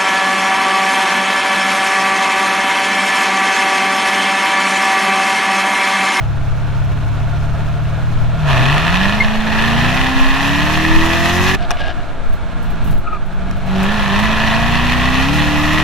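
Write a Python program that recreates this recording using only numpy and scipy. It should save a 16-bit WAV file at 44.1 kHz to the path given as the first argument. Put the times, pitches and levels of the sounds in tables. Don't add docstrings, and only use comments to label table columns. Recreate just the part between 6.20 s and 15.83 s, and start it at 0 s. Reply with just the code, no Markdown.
import sys
import numpy as np
from scipy import signal
from scipy.fft import rfft, irfft, next_fast_len
from scipy.io import wavfile
from scipy.ndimage import uniform_filter1d, map_coordinates

SR = 44100
rng = np.random.default_rng(int(sys.argv[2]) if len(sys.argv) > 2 else 0)


def amplitude_ratio(level_db):
    exponent = np.asarray(level_db, float) / 20
    return 10 ** exponent


def waveform_to_disk(signal):
    frames = np.transpose(np.atleast_2d(signal))
    scaled = np.clip(frames, -1, 1) * 32767
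    samples = np.round(scaled).astype(np.int16)
    wavfile.write(sys.argv[1], SR, samples)


N = 424683
HOLDING = 0.2
MID_REVS_HZ = 52


def unit(x):
    return x / np.sqrt(np.mean(x ** 2) + 1e-20)


def along(points, hz):
    f, v = np.transpose(points)
    return np.interp(np.log(hz + 1), np.log(f + 1), v)


def curves(rows):
    s, *cols = np.transpose(rows)
    return [np.interp(np.arange(N) / SR, s, c) for c in cols]


def humps(events):
    t = np.arange(N) / SR
    return sum(size * np.exp(-((t - s) / half_s) ** 2) for s, size, half_s in events)


def wobble(rate):
    coarse = np.arange(0, N + 8, 8)
    knots = rng.standard_normal(int(N * rate / SR) + 4)
    return map_coordinates(knots, [coarse * rate / SR]).repeat(8)[:N]


def noise():
    return rng.standard_normal((2, N))


def filtered(x, response):
    m = next_fast_len(N + 8192)
    return irfft(rfft(x, m) * response(np.fft.rfftfreq(m, 1 / SR)), m)[..., :N]


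def band(f, hz, width):
    return 1j * f * width / (hz * hz - f * f + 1j * f * width)


def ringing(peaks, f, lift):
    return 1 + lift * sum(band(f, c, w) for c, w, db in peaks)


def steady(x, seconds):
    return x / np.sqrt(np.abs(uniform_filter1d(x ** 2, int(seconds * SR))) + 1e-9)


# freq_hz, likeness (0-1)
MIC_LIKENESS = [(60, 0.093), (130, 0.031), (290, 0.41), (640, 0.65), (1410, 0.75), (3100, 0.74),
                (6820, 0.35), (15000, -0.0)]
# freq_hz, left_minus_right_db
MIC_LEAN = [(60, -5), (130, 4.5), (290, -1), (640, -0.5), (1410, -2), (3100, 0), (6820, 4.5),
            (15000, -12.5)]


def stereo(pair, gain):
    m = next_fast_len(N + 8192)
    hz = np.fft.rfftfreq(m, 1 / SR)
    turn = np.arccos(np.clip(1.14 * along(MIC_LIKENESS, hz), 0, 0.97)) / 2
    mid, side = rfft(pair, m) * gain(hz) * [np.cos(turn), np.sin(turn)]
    lean = amplitude_ratio(along(MIC_LEAN, hz) / 2)
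    return unit(irfft([(mid + side) * lean, (mid - side) / lean], m)[:, :N])


def law(rule, throttle, crank_hz):
    shut_db, hold_db, open_db, shut_slope, open_slope = rule
    slope = shut_slope + throttle * (open_slope - shut_slope)
    level_db = np.interp(throttle, [0, HOLDING, 1], [shut_db, hold_db, open_db])
    return level_db + slope * np.log2(crank_hz / MID_REVS_HZ)


def engine_load(throttle):
    return np.clip((throttle - HOLDING) / 0.56, 0, 1)


# time_s, crank_hz
CRANK_SPEED = [(0, 34.59), (1.1, 35.39), (1.82, 38.46), (2.21, 39.07), (2.38, 30.5), (2.97, 53.5),
               (3.37, 54.95), (4.25, 69.06), (5.1, 86.92), (5.38, 96.96), (5.9, 73.84), (6.08, 57.9),
               (6.42, 59.05), (6.7, 51.48), (7.2, 46.67), (7.6, 47.62), (8.9, 63.62), (9.63, 78.5)]
# top_s, extra_hz, half_length_s
FLARES = [
    (3.8, 3, .15),
    (4.57, 3, .16),
    (7.74, 3.5, .06),
    (7.92, -2.5, .07),
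    (8.1, 1, 0.082),
    (8.3, -1.05, .1),
    (9.16, 5.5, 0.076),
    (9.28, 2.5, 0.095),
]


def crank():
    crank_hz = uniform_filter1d(curves(CRANK_SPEED)[0], SR // 25) + humps(FLARES)
    return crank_hz, np.cumsum(crank_hz * (1 + 0.0012 * wobble(15))) / SR


def cyclic(crank_hz, turns, share, top_hz, renew):
    steps = 512
    age = renew * np.arange(N) / SR
    patterns = rng.standard_normal((2, int(age[-1]) + 2, steps))
    patterns = patterns + 0.25 * np.roll(patterns, steps // 2, axis=2)
    step = (turns / 2 % 1 * steps).astype(int)
    old = age.astype(int)
    fade = age % 1 * np.pi / 2
    repeat = patterns[:, old, step] * np.cos(fade) + patterns[:, old + 1, step] * np.sin(fade)
    repeat *= np.sqrt(steps * crank_hz / (2.2 * SR))
    locked = lambda f: share / (1 + (f / top_hz) ** 4)
    return (filtered(repeat, lambda f: np.sqrt(locked(f)))
            + filtered(noise(), lambda f: np.sqrt(1 - locked(f))))


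# time_s, rumble_lift_db, boom_lift_db
BUMPS = [(.3, 3, -4), (.62, 3, -3.5), (2.0, 10, 3), (2.43, -1, 2.5), (3.142, 7, -14), (4.05, 11, -3),
         (4.77, 11, -8), (5.38, 5, 4), (5.62, 6, 0), (5.9, -1.5, -1), (6.08, 9, 0), (6.5, 4.5, 4.5),
         (6.72, 12, 9.5), (7.05, 5, -4), (7.29, 2.5, 6)]
BUMP_S = 0.087
# freq_hz, level_db_per_hz
RUMBLE = [(1, -30), (3, -3), (8, 16.5), (28, 3.5), (45, -12), (70, -58), (200, -120)]


def body_rumble():
    shake = np.array([[1], [-0.8]]) * rng.standard_normal(N) + noise()
    rumble = steady(filtered(shake, lambda hz: amplitude_ratio(along(RUMBLE, hz))), seconds=0.236)
    pitch_db = humps((s, lift_db, BUMP_S) for s, lift_db, _ in BUMPS)
    return amplitude_ratio(-20 + pitch_db) * rumble


# freq_hz, level_db_per_hz
BOOM = [(25, -23), (45, 2), (100, -5), (200, -9.5), (300, -14.5), (450, -28.5), (800, -46), (2000, -120)]
# shut_db, holding_db, open_db, shut_db_per_octave, open_db_per_octave (of revs)
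BOOM_LAW = (-20.5, -21.5, -14.5, 1, -7)


def cabin_boom(crank_hz, throttle):
    boom = stereo(noise(), lambda hz: amplitude_ratio(along(BOOM, hz)))
    thump_db = humps((s, lift_db, BUMP_S) for s, _, lift_db in BUMPS)
    return amplitude_ratio(law(BOOM_LAW, throttle, crank_hz) + thump_db - 8) * boom


# freq_hz, level_db_per_hz
ROAR = [(150, -42), (240, -11), (300, -12.5), (400, -4.5), (470, -8), (675, -1), (760, -8.5), (850, -2.5),
        (1020, -9), (1410, -4), (1700, -10.5), (1950, -17.5), (2420, -18.5), (4200, -22.5), (4700, -30),
        (8000, -34.5), (12000, -44.5), (15800, -64)]
# freq_hz, width_hz, level_db (not used)
HOLLOW = [(691, 59, 0), (1400, 7.9, -3), (1652, 20, -7), (1930, 11, -13), (2235, 200, -13), (3460, 11, -17)]
# shut_db, holding_db, open_db, shut_db_per_octave, open_db_per_octave (of revs)
ROAR_LAW = (-32, -30, -25, 2.5, -3.5)


def cabin_roar(crank_hz, throttle, beat):
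    roar_db = law(ROAR_LAW, throttle, crank_hz)
    beating = np.clip((roar_db + 37) / 8, 0, 1) * beat
    source = (beating + 0.96 * noise()) * amplitude_ratio(1.03 * wobble(40))
    roar = stereo(source, lambda hz: amplitude_ratio(along(ROAR, hz)) * ringing(HOLLOW, hz, lift=0.94))
    return amplitude_ratio(roar_db) * roar


# freq_hz, level_db_per_hz
HISS = [(2940, -45), (5000, -2), (6150, -3), (7170, -7.5), (8950, -15), (11300, -11), (13900, -18.5),
        (15800, -27)]
# shut_db, holding_db, open_db, shut_db_per_octave, open_db_per_octave (of revs)
HISS_LAW = (-100, -62, -49.5, -12, 17.5)


def window_hiss(crank_hz, throttle):
    flutter = amplitude_ratio(1.4 * wobble(30) + 1.8 * wobble(60))
    hiss = stereo(noise() * flutter, lambda hz: amplitude_ratio(along(HISS, hz)))
    return amplitude_ratio(law(HISS_LAW, throttle, crank_hz) + 5.5) * hiss


def bursts(events, t60, tail_t60, tail_db, rise_s):
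    out = np.zeros((2, N + SR))
    t = np.arange(SR // 8) / SR
    for s, db, pan_db in events:
        near, apart = rng.standard_normal(len(t)), rng.standard_normal((2, len(t)))
        crack = amplitude_ratio(-60 * t / t60) * near
        scuff = amplitude_ratio(tail_db - 60 * t / tail_t60) * (near + 1.9 * apart)
        gain = amplitude_ratio(db + np.array([[pan_db], [-pan_db]]) / 2)
        out[:, round(s * SR):][:, :len(t)] += gain * (crack + scuff) * (1 - np.exp(-t / rise_s))
    return out[:, :N]


# start_s, peak_db, left_minus_right_db
TICKS = [(6.0896, -47, -3.5), (6.125, -40, -6), (6.1496, -48, -2.5), (6.4223, -39, -5.0),
         (6.4483, -45, -3.0), (6.4994, -41, -9), (6.6228, -51, -11), (6.6398, -36, -11), (6.6717, -37, -7),
         (6.7052, -32, -5), (6.7394, -44, -3.5), (6.7768, -39, -3.0), (7.0561, -47, -4),
         (7.1244, -50, -2.5), (7.3647, -45, -3.0), (7.457, -44, -2.0)]


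def trim_ticks():
    thin = lambda hz: amplitude_ratio(-2.5) * (1j * hz / 7000 / (1 + 1j * hz / 7000)) ** 2
    return filtered(bursts(TICKS, t60=0.019, tail_t60=0.14, tail_db=-2.5, rise_s=0.004), thin)


# start_s, peak_db, left_minus_right_db
THUDS = [
    (7.628, -12, 0),
    (7.988, -12, 0),
]


def driveline_thuds():
    floor = lambda hz: band(hz, 750, 702)
    return filtered(bursts(THUDS, t60=0.04, tail_t60=0.099, tail_db=-2, rise_s=0.003), floor)


# start_s, peak_db, left_minus_right_db
CLUNKS = [(3.5567, -33, -15), (5.3868, -33, 0.0), (5.4262, -27, 4), (5.5065, -4, 3), (5.5134, -8, -1),
          (5.583, -35, 2), (5.6053, -25, 5), (5.6391, -29, 0.0), (5.678, -27, 0.5), (5.7759, -36, -0.5),
          (6.5564, -30, -2), (7.311, -21, 5), (7.5606, -25, 7)]


def linkage_clunks():
    dull = lambda hz: amplitude_ratio(-2.5) * ringing(PIPE, hz, lift=2.7) / (1 + 1j * hz / 6500) ** 3
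    return filtered(bursts(CLUNKS, t60=0.011, tail_t60=0.014, tail_db=-10, rise_s=0.0002), dull)


# start_s, length_s, ring_db, scrape_db
STROKES = [
    (5.39, .004, -31, -48),
    (5.41, 0.041, -28, -38),
    (5.51, .008, -20, -36),
    (5.572, 0.038, -35, -34),
    (5.601, .11, -25, -36),
    (5.775, .03, -35, -50),
]
# freq_hz, width_hz, level_db
CONSOLE = [
    (703, 23, 5.5),
    (1640, 38, -3.5),
    (2850, 110, -16),
]


def gear_lever():
    t = np.arange(N) / SR
    grains = rng.standard_normal(N) * amplitude_ratio(4.5 * wobble(900))
    modes = lambda f: sum(amplitude_ratio(db) * band(f, c, w) for c, w, db in CONSOLE) / (1 + (f / 4200) ** 4)
    rub = lambda f: band(f, 2500, 1900) / (1 + (f / 5000) ** 6)
    ring = steady(filtered(grains, modes), seconds=0.012)
    scrape = unit(filtered(grains, rub))
    out = np.zeros(N)
    for s, length, ring_db, scrape_db in STROKES:
        rise_db = -2200 * np.maximum(s - t, 0)
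        fall_db = -650 * np.maximum(t - s - length, 0)
        out += amplitude_ratio(rise_db + fall_db) * (amplitude_ratio(ring_db) * ring + amplitude_ratio(scrape_db) * scrape)
    return out * amplitude_ratio([[1.2], [-1.2]])


# start_s, length_s, stick_slip_hz, level_db, octave_db
CHIRPS = [
    (2.995, .04, 2160, -14, -22),
    (6.827, .1, 1400, -33, -14),
    (6.85, .06, 1265, -25, -14),
    (6.908, .05, 1275, -20.5, -14.5),
    (6.94, .045, 1230, -28.5, -13),
]


def tyres():
    out, t = np.zeros(N), np.arange(N) / SR
    sag, edge = 0.015, 0.45
    for s, length, hz, db, octave_db in CHIRPS:
        part = np.clip((t - s) / length, 0, 1)
        slip_hz = hz * (1 - sag * part) * (1 + 0.012 * wobble(200))
        phase = 2 * np.pi * np.cumsum(slip_hz) / SR
        grip = np.clip(np.minimum(part, 1 - part) / edge, 0, 1)
        octave = amplitude_ratio(octave_db) * wobble(350) * np.sin(2 * phase)
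        out += grip * amplitude_ratio(db + 4 + 2.6 * wobble(160)) * (np.sin(phase) + octave)
    return out * amplitude_ratio([[0.6], [-0.6]])


# freq_hz, width_hz, level_db (not used)
PIPE = [(783, 14, -4), (1080, 630, -3), (1780, 93, 0), (2457, 150, -5), (3490, 27, -13), (4270, 10, -17),
        (5580, 500, -22), (10850, 89, -33)]
# freq_hz, level_db_per_hz
RASP = [(250, -49), (420, -21), (570, -36), (683, -8), (1060, -1.5), (1500, -15.5), (1800, -4.5),
        (2200, -13), (2560, -1), (3200, -5.5), (4300, -11.5), (4800, -20.5), (6070, -23), (8880, -33.5),
        (11500, -30), (15800, -50)]
# shut_db, holding_db, open_db, shut_db_per_octave, open_db_per_octave (of revs)
RASP_LAW = (-58, -38, -19, 15, 0)
# freq_hz, width_hz
TAILPIPE = [
    (1730, 86),
    (1930, 145),
]
# time_s, heat (0-1)
HEAT = [
    (0, 0),
    (3.9, 0.27),
    (4.6, 0.61),
    (5.3, 0.83),
    (7.7, 0.05),
    (8.2, 0.48),
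    (8.8, 0.93),
    (9.63, .9),
]


def exhaust(crank_hz, turns, throttle, beat):
    firing = (4 * turns).astype(int)
    cylinder_db = np.array([0, -3, 1, -2, 2, -4, 0, -1])[firing % 8]
    size_db = cylinder_db + 3 * rng.standard_normal(firing[-1] + 1)[firing]
    puff = 0.36 + amplitude_ratio(size_db) * np.exp(-2.6 * (4 * turns % 1))
    rasp = stereo(puff * beat, lambda hz: amplitude_ratio(along(RASP, hz)) * ringing(PIPE, hz, lift=0.74))
    cool, hot = [stereo(puff * beat, lambda f: np.abs(band(f, hz, w)) ** 2) for hz, w in TAILPIPE]
    heat = np.clip(curves(HEAT)[0], 0, 1)
    tip = np.sqrt(1 - heat) * cool + np.sqrt(heat) * hot
    rasp = rasp + engine_load(throttle) * amplitude_ratio(-7) * tip
    rasp_db = law(RASP_LAW, throttle, crank_hz) - 0.5
    return amplitude_ratio(rasp_db + 0.5 * wobble(16) + 0.9 * wobble(70)) * rasp


# multiple, shut_db, holding_db, open_db, mic_spread_rad
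ORDERS = [(.5, -50, -42, -40, 0.7), (1, -36, -31, -28.5, 0.41), (1.5, -48.5, -27.5, -34.5, -0.75),
          (2, -44, -27.5, -30, 0.48), (2.5, -55, -35, -31, -0.48), (3, -46.5, -21.5, -32.5, 0.51),
          (3.5, -67, -35, -36.5, 0.31), (4, -45, -28, -20, -.35), (5, -56, -38, -39.5, 0.5),
          (6, -65, -45, -44, -0.51), (7, -45.5, -50, -41.5, 0.26), (8, -47, -42, -41.5, 0.49),
          (12, -68, -52, -50, -.3), (16, -66, -60, -60, 0.23)]
# freq_hz, width_hz, lift_db
AIRSPACE = [(77.3, 24, 5), (120.3, 20, 3), (147.8, 12, 5), (185.3, 18.7, 6), (287, 23, 3.5), (393, 5, 6.5),
            (681, 29.6, 17)]
# freq_hz, left_minus_right_db
SIDEWAYS = [(100, -0.5), (135, 5.5), (170, 3.5), (205, -6), (225, -8), (255, -1.5), (320, -0.5), (400, -1)]
# time_s, level_db, half_length_s
LULLS = [
    (2.65, -5, .25),
    (3.2, -7.5, .12),
    (3.6, 2.5, .1),
    (4.08, -7.5, 0.16),
    (7.35, -5, 0.16),
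    (7.75, -4, .2),
    (9.0, 2.5, .3),
]
# time_s, lift_db, half_length_s
LUGS = [
    (2.33, 4, .1),
    (7.6, 19, .11),
    (7.95, 12, 0.069),
]


def engine_orders(crank_hz, turns, throttle):
    full_throttle = 0.38
    grid_hz = np.arange(1000)
    air_db = sum(db / (1 + ((grid_hz - c) / w) ** 2) for c, w, db in AIRSPACE) - 4.5
    uneven_db = 4.5 * engine_load(throttle) * np.log2(crank_hz / MID_REVS_HZ) + humps(LULLS)
    lug_db = humps(LUGS)
    out = np.zeros((2, N))
    for k, *throttle_db, spread in ORDERS:
        db = np.interp(throttle, [0, HOLDING, full_throttle], throttle_db)
        db = db + np.interp(k * crank_hz, grid_hz, air_db)
        db = db + (uneven_db if k % 4 else lug_db * (k > 4))
        lean_db = along(SIDEWAYS, k * crank_hz) / [[2], [-2]]
        phase = 2 * np.pi * (k * turns + rng.random()) + 0.12 * wobble(9) + np.array([[spread], [-spread]])
        out += np.sqrt(2) * amplitude_ratio(db + lean_db + 1.8 * wobble(6)) * np.sin(phase)
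    return out


# time_s, throttle (0-1)
THROTTLE = [(0, 0.19), (2.14, 0.23), (2.24, 0.45), (2.29, .95), (2.88, 0.96), (3.0, 0.77), (3.22, 0.66),
            (3.37, 0.94), (3.61, 0.99), (3.8, 0.92), (5.352, 0.99), (5.362, 0), (6.0, .01), (6.72, 0.16),
            (6.8, 0.02), (7.45, 0.16), (7.62, 0.72), (8.0, .93)]


def scene():
    crank_hz, turns = crank()
    throttle = np.clip(curves(THROTTLE)[0], 0, 1)
    beat = cyclic(crank_hz, turns, share=0.75, top_hz=2200, renew=4)
    surroundings = body_rumble() + cabin_boom(crank_hz, throttle)
    surroundings += cabin_roar(crank_hz, throttle, beat) + window_hiss(crank_hz, throttle)
    contacts = trim_ticks() + driveline_thuds() + linkage_clunks() + gear_lever() + tyres()
    engine = exhaust(crank_hz, turns, throttle, beat) + engine_orders(crank_hz, turns, throttle)
    return surroundings + contacts + engine


def roll_off(x):
    return signal.sosfilt(signal.butter(12, 16380, fs=SR, output="sos"), x)


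def record(dry):
    soft = dry / (1 + np.abs(dry / 0.96) ** 6) ** (1 / 6)
    mix = filtered(soft, lambda hz: np.clip((15900 - hz) / 300, 0, 1))
    return roll_off(mix)


dry = scene()
out = record(dry)
waveform_to_disk(out)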